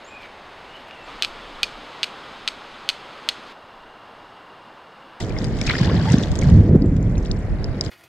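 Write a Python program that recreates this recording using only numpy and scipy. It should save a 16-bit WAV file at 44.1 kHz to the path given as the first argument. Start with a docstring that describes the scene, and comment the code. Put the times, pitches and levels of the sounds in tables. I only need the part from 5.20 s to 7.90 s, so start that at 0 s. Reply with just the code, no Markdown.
"""A glacier face collapses into the sea, heard from a boat far across calm water.
Shaped noise makes the fall's thunder, rumble and roar; windowed sines boom off the ice wall.
Behind lies a distant wash of filtered noise. Close by, a small wave slops and splashes, and air bubbles
pop and fizz in the icy water: decaying sines that rise in pitch. Low noise is wind on the microphone."""
import sys
import numpy as np
from scipy import signal
from scipy.fft import rfft, irfft
from scipy.io import wavfile

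SR = 44100
rng = np.random.default_rng(int(sys.argv[2]) if len(sys.argv) > 2 else 0)


def unload_wav(signal):
    """Save mono or channel-first audio to the path in sys.argv[1] as 16-bit WAV at rate SR, clipped to [-1, 1]."""
    wavfile.write(
        sys.argv[1],
        SR,
        np.round(np.clip(np.atleast_2d(signal).T, -1, 1) * 32767).astype(np.int16),
    )


N = 119070
T = np.arange(N) / SR
HZ = np.fft.rfftfreq(N, 1 / SR)


def amp(db):
    """Decibels to gain."""
    return 10 ** (np.asarray(db) / 20)


def unit(x):
    """Scales to rms 1."""
    return x / np.sqrt(np.mean(x ** 2) + 1e-20)


def level(points):
    """Gain over time from (s, dB) points."""
    return amp(np.interp(T, *np.transpose(points)))


def read(points):
    """Joins a spectrum's (Hz, dB) points on a log-frequency axis."""
    f, value = np.transpose(points)
    return np.interp(np.log(HZ + 1), np.log(f), value)


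def colour(x, points):
    """Filters by a spectrum, then scales to rms 1."""
    return unit(irfft(rfft(x) * amp(read(points)), N))


def add(mix, s, sound):
    """Mixes a sound in at time s, cut off at the end of the mix."""
    part = mix[..., max(round(s * SR), 0):][..., :sound.shape[-1]]
    part += sound[..., :part.shape[-1]]


def noise(side_db):
    """Stereo white noise; side_db sets its width."""
    mid, side = rng.standard_normal((2, N))
    return mid + amp(side_db) * np.array([side, -side])


def diffuse():
    """White noise from all around: alike at both ports in the bass, unrelated in the treble."""
    alike_below_hz = 1620
    left, other = rfft(rng.standard_normal((2, N)))
    same = 1 / (1 + (HZ / alike_below_hz) ** 2)
    right = same * left + np.sqrt(1 - same ** 2) * other
    return irfft(np.array([left, right]), N)


def flutter(rate_hz, depth_db):
    """A random gain of rms 1 that wanders up to about the given rate."""
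    slow = irfft(rfft(rng.standard_normal(N)) / (1 + (HZ / rate_hz) ** 4), N)
    return unit(amp(depth_db * unit(slow)))


def panned(x, pan_db, lead_s):
    """Places a sound by its level (left minus right) and its lead at the left microphone port."""
    size = len(x) + 32
    hz = np.fft.rfftfreq(size, 1 / SR)
    sides = np.array([[.5], [-.5]])
    padded = np.pad(x, (8, 24))  # room for the time shift
    shift = np.exp(2j * np.pi * hz * sides * lead_s)
    return amp(sides * pan_db) * irfft(rfft(padded) * shift, size)


def chirp(hz, cycles, rise):
    """A bubble rings and climbs in pitch as it nears the surface."""
    attack_s = .00014
    t = np.arange(0, 6 * max(cycles, 1) / hz, 1 / SR)
    turns = hz * t
    swept = turns * (1 + abs(rise) * turns / 2)  # cycles so far, with the rise
    envelope = (1 - np.exp(-t / attack_s)) * np.exp(-swept / cycles)
    return envelope * np.sin(2 * np.pi * swept)


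def swarm(per_s, low_hz, high_hz, cycles, spread_db, count):
    """A crowd of bubbles born at random, of count random sizes, each size from its own direction."""
    rise = .013  # share of pitch gained per cycle
    port_lag_s = .00016  # greatest difference in arrival time at the two ports
    out = np.zeros((2, N))
    for pitch, ring, pan, bearing in rng.random((count, 4)):
        hz = low_hz * (high_hz / low_hz) ** pitch
        born = rng.random(N) < per_s / count / SR
        births = born * amp(spread_db * np.minimum(rng.exponential(1, N), 3))
        single = chirp(hz, cycles * (.5 + ring), rise)
        bubble = panned(single, 10 * (pan - .5), port_lag_s * (2 * bearing - 1))
        out += signal.oaconvolve(births[None], bubble, axes=1)[:, :N] * hz  # higher pitch weighs more
    return unit(out)


def hull(x):
    """Adds quick reflections from the boat: sparse decaying echoes, different at each port."""
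    total_db, decay_s = -11, .0024
    t = np.arange(1024) / SR
    sparse = rng.standard_normal((2, len(t))) * (rng.random((2, len(t))) < .15)
    taps = sparse * np.exp(-t / decay_s) * (t > .0006)
    taps *= amp(total_db) / np.linalg.norm(taps, axis=1, keepdims=True)
    return x + signal.oaconvolve(x, taps, axes=1)[:, :N]


def wash():
    """The hiss of distant churned water: diffuse noise with a slowly changing level."""
    # far wash: spectrum [f/Hz, relative level/dB]
    wash_colour = [(30, -24.5), (200, 1), (600, 16), (1100, 5.5), (1500, 5), (2100, 4.5), (3000, -10.5),
                   (4200, -37), (7000, -45.5), (9000, -21.5), (12000, -30.5), (16000, -41)]
    # far wash over time [t/s, level/dB]
    wash_level = [(0, -40), (.8, -40), (1.4, -39.5), (1.65, -43.5), (1.95, -41.5), (2.3, -40.5),
                  (2.7, -40.5)]
    return colour(diffuse(), wash_colour) * level(wash_level)


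def wind():
    """Low buffeting at the microphone: noise unrelated at the two ports, with gusts shared by both."""
    # wind: spectrum [f/Hz, relative level/dB]
    wind_colour = [(4, -30.5), (16, -11), (30, 0.5), (60, -3), (120, -2.5), (250, -35.5), (600, -42),
                   (3000, -79.5)]
    # gusts [t/s, level/dB]
    wind_level = [(0, -36), (.17, -26.5), (.35, -31.5), (.62, -27), (.8, -28.5), (1, -31.5), (1.14, -21),
                  (1.3, -25), (1.48, -38.5), (1.8, -37.5), (2, -29.5), (2.18, -33.5), (2.35, -19),
                  (2.52, -33.5), (2.7, -34)]
    buffeting = colour(rng.standard_normal((2, N)), wind_colour)
    return buffeting * level(wind_level) * flutter(rate_hz=14, depth_db=5.5)


def fizz():
    """Tiny bubbles escape from melting ice: near ticks in a fine hiss."""
    # fizz: spectrum [f/Hz, relative level/dB]
    fizz_colour = [(1500, -25.5), (3200, -3), (4500, -6.5), (6500, -6), (7600, -7.5), (9000, -16),
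                   (12000, -24), (16000, -32)]
    # fizz over time [t/s, level/dB]
    fizz_level = [(0, -35.5), (.1, -57.5), (.25, -47), (.33, -56), (.47, -45.5), (.7, -61), (.92, -40),
                  (1.1, -51), (1.25, -49.5), (1.58, -62), (1.8, -61), (2.03, -54.5), (2.25, -61),
                  (2.6, -68.5), (2.65, -43.5), (2.7, -59)]
    ticks = hull(swarm(per_s=400, low_hz=3100, high_hz=8200, cycles=1.2, spread_db=3, count=36))
    return colour(unit(ticks) + unit(diffuse()), fizz_colour) * level(fizz_level)


def gurgle():
    """Large bubbles that follow the wave under ring lower and slower than the fizz."""
    # large bubbles: spectrum [f/Hz, relative level/dB]
    gurgle_colour = [(350, -7.5), (650, -1), (1000, -9), (1400, -11.5), (2400, -12)]
    # large bubbles over time [t/s, level/dB]
    gurgle_level = [(0, -44), (.54, -47), (.62, -41), (.69, -37.5), (.78, -35), (.87, -41.5), (.98, -51),
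                    (1.08, -41.5), (1.3, -36.5), (1.5, -81), (2.7, -88.5)]
    crowd = swarm(per_s=740, low_hz=553, high_hz=1640, cycles=3, spread_db=4, count=24)
    return colour(crowd, gurgle_colour) * level(gurgle_level)


def slop():
    """A small wave breaks beside the boat into ringing bubbles and fluttering noise for spray."""
    # slop: spectrum [f/Hz, relative level/dB]
    slop_colour = [(300, -3.5), (800, 5.5), (1200, 1), (2100, 1), (2900, -4), (5000, -5), (7000, -15.5),
                   (9000, -26.5), (12000, -28), (16000, -41.5)]
    # slop beside the boat [t/s, level/dB]
    slop_level = [(0, -28.5), (.03, -49), (.07, -49.5), (.2, -42), (.33, -46.5), (.44, -37.5),
                  (.475, -30.5), (.6, -32), (.7, -33.5), (.82, -36.5), (.93, -32.5), (1.03, -38),
                  (1.09, -42), (1.19, -47), (1.25, -38), (1.4, -48), (1.6, -67.5), (2.7, -47)]
    crowd = hull(swarm(per_s=2000, low_hz=904, high_hz=9940, cycles=4.5, spread_db=4.5, count=60))
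    spray = diffuse() * flutter(rate_hz=74, depth_db=2.5)
    return colour(unit(crowd) + amp(-1.5) * unit(spray), slop_colour) * level(slop_level)


def splashes():
    """The wave folds over in short swells of crackling bubbles, each filtered around its own pitch."""
    # dense crunches of tiny bubbles [t/s, rms level at the crest/dB, time to the crest/s, f/Hz]
    crunches = [(.464, -27, 0.0045, 4600), (0.4935, -20, 0.0026, 3470), (0.496, -19, 0.0034, 1570),
                (0.511, -29.5, 0.0048, 2940), (.533, -34, 0.0054, 1770), (0.581, -33.5, 0.0067, 4400),
                (0.643, -33.5, 0.0055, 4070), (0.657, -37, 0.0016, 4870), (0.9198, -31, 0.0016, 6550),
                (0.925, -33, 0.0098, 4270), (1.024, -35, .006, 4670), (2.644, -43.5, 0.0084, 4930)]
    spread_octaves = .56
    out, t = np.zeros((2, N)), np.arange(4096) / SR
    octave = np.log2(np.fft.rfftfreq(len(t), 1 / SR) + 1)
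    crackle = swarm(per_s=9000, low_hz=950, high_hz=9170, cycles=.69, spread_db=4, count=24)
    for s, db, crest_s, hz in crunches:
        band = 1 / (1 + ((octave - np.log2(hz)) / spread_octaves) ** 4)
        cut = crackle[:, round(s * SR):][:, :len(t)]
        burst = irfft(rfft(cut, len(t)) * band)
        swell = t / crest_s * np.exp(1 - t / crest_s)  # 1 at the crest
        add(out, s, amp(db) * unit(burst * swell) * np.sqrt(np.mean(swell ** 2)))
    return out


def pops():
    """The nearest bubbles and drops, each heard singly: rising chirps and short slaps of noise."""
    # drops slapping the surface [t/s, peak level before the hull's reflections/dB, decay/s]
    drops = [(.094, -30, 0.0036), (0.2433, -21, 0.0019), (0.3688, -30, 0.002), (.388, -27, 0.0023),
             (0.4138, -15, 0.0013), (.565, -25, 0.0013), (0.6125, -20, .0008), (1.085, -29, 0.00071),
             (1.117, -23, 0.0011), (1.1553, -18, 0.00083), (1.214, -25, .0017), (1.2177, -22.5, 0.00092),
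             (1.235, -23, .001), (1.2999, -25.5, .0009), (1.7661, -32.5, 0.0022), (2.0505, -31, 0.00091),
             (2.6103, -22, 0.0011), (2.6383, -28, 0.0012)]
    # bubbles near the boat
    # [t/s, level before attack and decay/dB, f/Hz, ring/cycles, pitch gain/share per cycle, left minus right/dB]
    bubbles = [(.1052, -31, 2320, 6.5, .005, 7), (.1648, -28, 2050, 8.9, .007, 3),
               (.1868, -20.5, 4800, 7.3, 0.02, 0), (.248, -26.5, 4800, 6.3, 0.0055, 5),
               (0.4134, -18, 5290, 9.5, 0.0041, -8), (.414, -26.5, 2170, 11, .005, 9),
               (.44, -30, 6100, 9.2, .005, -7), (0.4774, -15.5, 2460, 7, .003, 0),
               (.4904, -15, 2200, 6, .003, 1), (0.497, -24, 1560, 3.8, 0.023, 13),
               (.502, -36, 1270, 4.4, 0.011, -2), (0.5076, -14, 2060, 9.1, 0.011, 2),
               (.536, -20, 1420, 7.3, .008, 0), (0.5531, -14, 1680, 4.6, 0.022, 3),
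               (.5817, -22, 4830, 8, .005, 3), (0.587, -19, 4270, 6.4, .003, -7),
               (.602, -26.5, 1010, 9.4, 0.0053, 0), (0.632, -28, 1540, 9, 0.012, 0),
               (0.6462, -19, 3310, 5.5, .012, -3), (.662, -24, 770, 2.8, 0.0075, 9),
               (.68, -23.5, 885, 4.3, 0.0065, -3), (.697, -24, 1050, 6.2, .01, 0),
               (.855, -24.5, 748, 7.9, 0.0095, .5), (0.855, -23.5, 1140, 3.7, 0.0083, -5),
               (.872, -23, 846, 16, 0.0039, 0), (0.9007, -24, 2550, 4.9, 0.019, 5),
               (0.9206, -15.5, 6100, 5, .0035, 3), (0.968, -31, 1090, 10, 0.0039, -2),
               (0.983, -31, 2640, 7, .01, 1), (.984, -20.5, 5820, 8.4, 0.0071, 6),
               (1.0358, -18, 3400, 5.4, 0.008, -1), (1.1615, -28, 7450, 4.7, 0.0043, -6),
               (1.1901, -12, 6270, 2.7, 0.0045, -6), (1.2241, -22.5, 2160, 8, .003, 1),
               (1.621, -27, 4690, 6.4, 0.0023, -5.5), (1.6607, -36, 7150, 6.1, 0.0043, 2),
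               (1.828, -33, 6400, 4.5, .006, -4.5), (1.9546, -37, 3840, 7.3, .011, 2),
               (1.9714, -36, 2340, 8.8, .011, 2), (1.9802, -26, 5770, 6.5, 0.011, -1),
               (2.0548, -34, 2640, 23, 0.057, 1), (2.071, -36, 4900, 9, .007, -4),
               (2.113, -20, 3570, 13.5, 0.063, 4), (2.191, -38, 7500, 8.5, .005, -2.5),
               (2.4428, -17.5, 4710, 5.2, 0.014, -8.5), (2.6102, -1.5, 4960, 3, 0.0041, -4.5),
               (2.663, -30.5, 4660, 10, .006, 8)]
    # where the bubbling is [t/s, lead at the left port/microseconds]
    bearings = [(.25, 46), (.42, -10), (.58, -44), (.86, 0), (.92, 44), (1.6, 70)]
    out, t = np.zeros((2, N)), np.arange(900) / SR
    band = signal.butter(3, (1400, 6600), "band", fs=SR, output="sos")
    hiss = diffuse()
    for s, db, decay_s in drops:
        burst = hiss[:, round(s * SR):][:, :len(t)] * np.exp(-t / decay_s)
        slap = signal.sosfilt(band, burst)
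        add(out, s, amp(db) * slap / abs(slap).max())
    for s, db, hz, cycles, rise, pan_db in bubbles:
        lead_us = np.interp(s, *np.transpose(bearings))
        add(out, s, panned(amp(db) * chirp(hz, cycles, rise), pan_db, lead_us / 10 ** 6))
    return hull(out)


def booms():
    """Each block hits the sea with one blunt pressure wave, scattered by the ice wall."""
    # blocks of ice hitting the sea [t/s, level before the bell window/dB, f/Hz, width/cycles]
    blocks = [(0.2132, -14.5, 157, 0.58), (.615, -10.5, 162, 0.49), (0.691, -20.5, 500, 1.16),
              (0.723, -21, 200, .5), (0.914, -7, 126, 0.62), (0.9444, 4, 200, 0.38),
              (0.9845, -7.5, 229, 0.57), (1.222, -9, 115, 0.3), (1.275, -7.5, 144, 1.16),
              (1.298, -9.5, 114.4, 0.66), (1.33, -9, 167, 1.4), (1.339, -15.5, 152, 0.38),
              (1.359, -10, 89.7, 0.65), (1.399, -1.5, 101, .9), (1.5351, -0.5, 153, .35),
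              (1.553, -8.5, 366, 1.18), (1.561, 2.5, 174, 0.48), (1.625, -10, 274, 1.36),
              (1.644, -7, 227, 0.39), (1.668, -7, 92.5, 0.51)]
    echo_db, echo_s = -11.5, .014  # level relative to the wave, decay
    out, t = np.zeros(N), np.arange(-.03, .2, 1 / SR)
    for s, db, hz, cycles in blocks:
        wave = np.sin(2 * np.pi * hz * t) * np.exp(-(hz * t / cycles) ** 2 / 2)
        scatter = rng.standard_normal(len(t)) * np.exp(-(t - t[0]) / echo_s)
        echo = signal.fftconvolve(wave, scatter)[:len(t)]
        add(out, s + t[0], amp(db) * (wave + amp(echo_db) * unit(echo) * wave.std()))
    return out


def collapse():
    """Tumbling ice far away: low thunder, a lumpy rumble and a roar of crumbling pieces, all shaped noise."""
    # lowest thunder: spectrum [f/Hz, relative level/dB]
    thunder_colour = [(5, -55.5), (20, -21.5), (38, 25.5), (62, 20), (85, -10), (130, -25.5), (400, -63),
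                      (1500, -110)]
    # lowest thunder, which lingers after the fall [t/s, level before the 6 dB cut/dB]
    thunder_level = [(0, -32), (.2, -26.5), (.55, -26), (.8, -40), (.95, -36), (1.18, -32), (1.35, -16.5),
                     (1.55, -19), (1.75, -15), (2, -18), (2.25, -25.5), (2.45, -25), (2.7, -38.5)]
    # deep rumble: spectrum [f/Hz, relative level/dB]
    rumble_colour = [(5, -58), (45, -27), (65, -0.5), (80, 2.5), (105, 2.5), (175, 0), (260, -8),
                     (340, -16.5), (600, -45), (3000, -100)]
    # deep rumble over time [t/s, level before the 1 dB cut/dB]
    rumble_level = [(0, -31), (.23, -23.5), (.4, -24.5), (.57, -23.5), (.62, -17), (.78, -18), (.86, -18.5),
                    (.95, -17.5), (1.03, -22), (1.19, -24.5), (1.25, -14), (1.39, -9), (1.44, -17),
                    (1.52, -11.5), (1.6, -17), (1.72, -15.5), (1.9, -17), (2.05, -23.5), (2.3, -26.5),
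                    (2.7, -26.5)]
    # roar of falling ice, pitched above the rumble: spectrum [f/Hz, relative level/dB]
    roar_colour = [(30, -53), (100, -36), (220, 4.5), (320, 3), (480, 0), (650, -9.5), (900, -25.5),
                   (1500, -34), (4000, -52), (12000, -83)]
    # roar over time [t/s, level/dB]
    roar_level = [(0, -34), (.3, -30), (.58, -32), (.75, -22.5), (.85, -31.5), (.95, -23), (1.08, -34.5),
                  (1.2, -31.5), (1.3, -29), (1.48, -27), (1.55, -19.5), (1.59, -33), (1.64, -23.5),
                  (1.7, -32.5), (1.9, -32), (2.2, -34.5), (2.7, -34.5)]
    pieces_per_s = 700
    thunder = colour(noise(side_db=-23.5), thunder_colour) * level(thunder_level)
    deep = colour(noise(side_db=-32), rumble_colour) * level(rumble_level)
    deep *= flutter(rate_hz=24, depth_db=1.5)
    pieces = rng.standard_normal(N) * (rng.random(N) < pieces_per_s / SR)
    crumbling = unit(pieces) + amp(-3) * noise(side_db=-14.5)
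    roar = colour(crumbling, roar_colour) * level(roar_level)
    roar *= flutter(rate_hz=19, depth_db=.5)
    return amp(-6) * thunder + amp(-1) * deep + roar


def scene():
    """Wind and far wash, near water, then the falling ice."""
    background = wash() + wind()
    near_water = fizz() + gurgle() + slop() + splashes() + pops()
    return background + near_water + booms() + collapse()


def limiter(x):
    """Turns each channel down at once, in small steps, when it overloads; the gain recovers steadily."""
    ceiling, step_db, recovery_db_per_s = .94, .35, 150
    over_db = 20 * np.log10(np.maximum(abs(x) / ceiling, 1))
    stepped_db = np.ceil(over_db / step_db) * step_db
    recovery = recovery_db_per_s * T
    held_db = np.maximum.accumulate(stepped_db + recovery, axis=1) - recovery
    return x * amp(-held_db)


def record(dry):
    """Fades the ends, colours the two microphone ports, limits overloads and cuts the top treble."""
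    # colour difference of the microphone ports [f/Hz, left minus right/dB]
    ports = [(30, -1.5), (250, -0.5), (1000, 0), (2000, 0.5), (3500, 5), (5000, 6), (6000, 1), (7000, -13),
             (9000, -5.5), (11000, -6.5), (14000, 1.5)]
    soft_ends = np.minimum(np.minimum(T, T[::-1]) / .003, 1)  # 3 ms fades
    port_gain = amp(np.outer([.5, -.5], read(ports)))
    heard = irfft(rfft(dry * soft_ends) * port_gain, N)
    treble_cut = signal.firwin(511, 15830, window=("kaiser", 9), fs=SR)  # Hz
    return signal.oaconvolve(limiter(heard), treble_cut[None], "same")


dry = scene()
out = record(dry)
unload_wav(out)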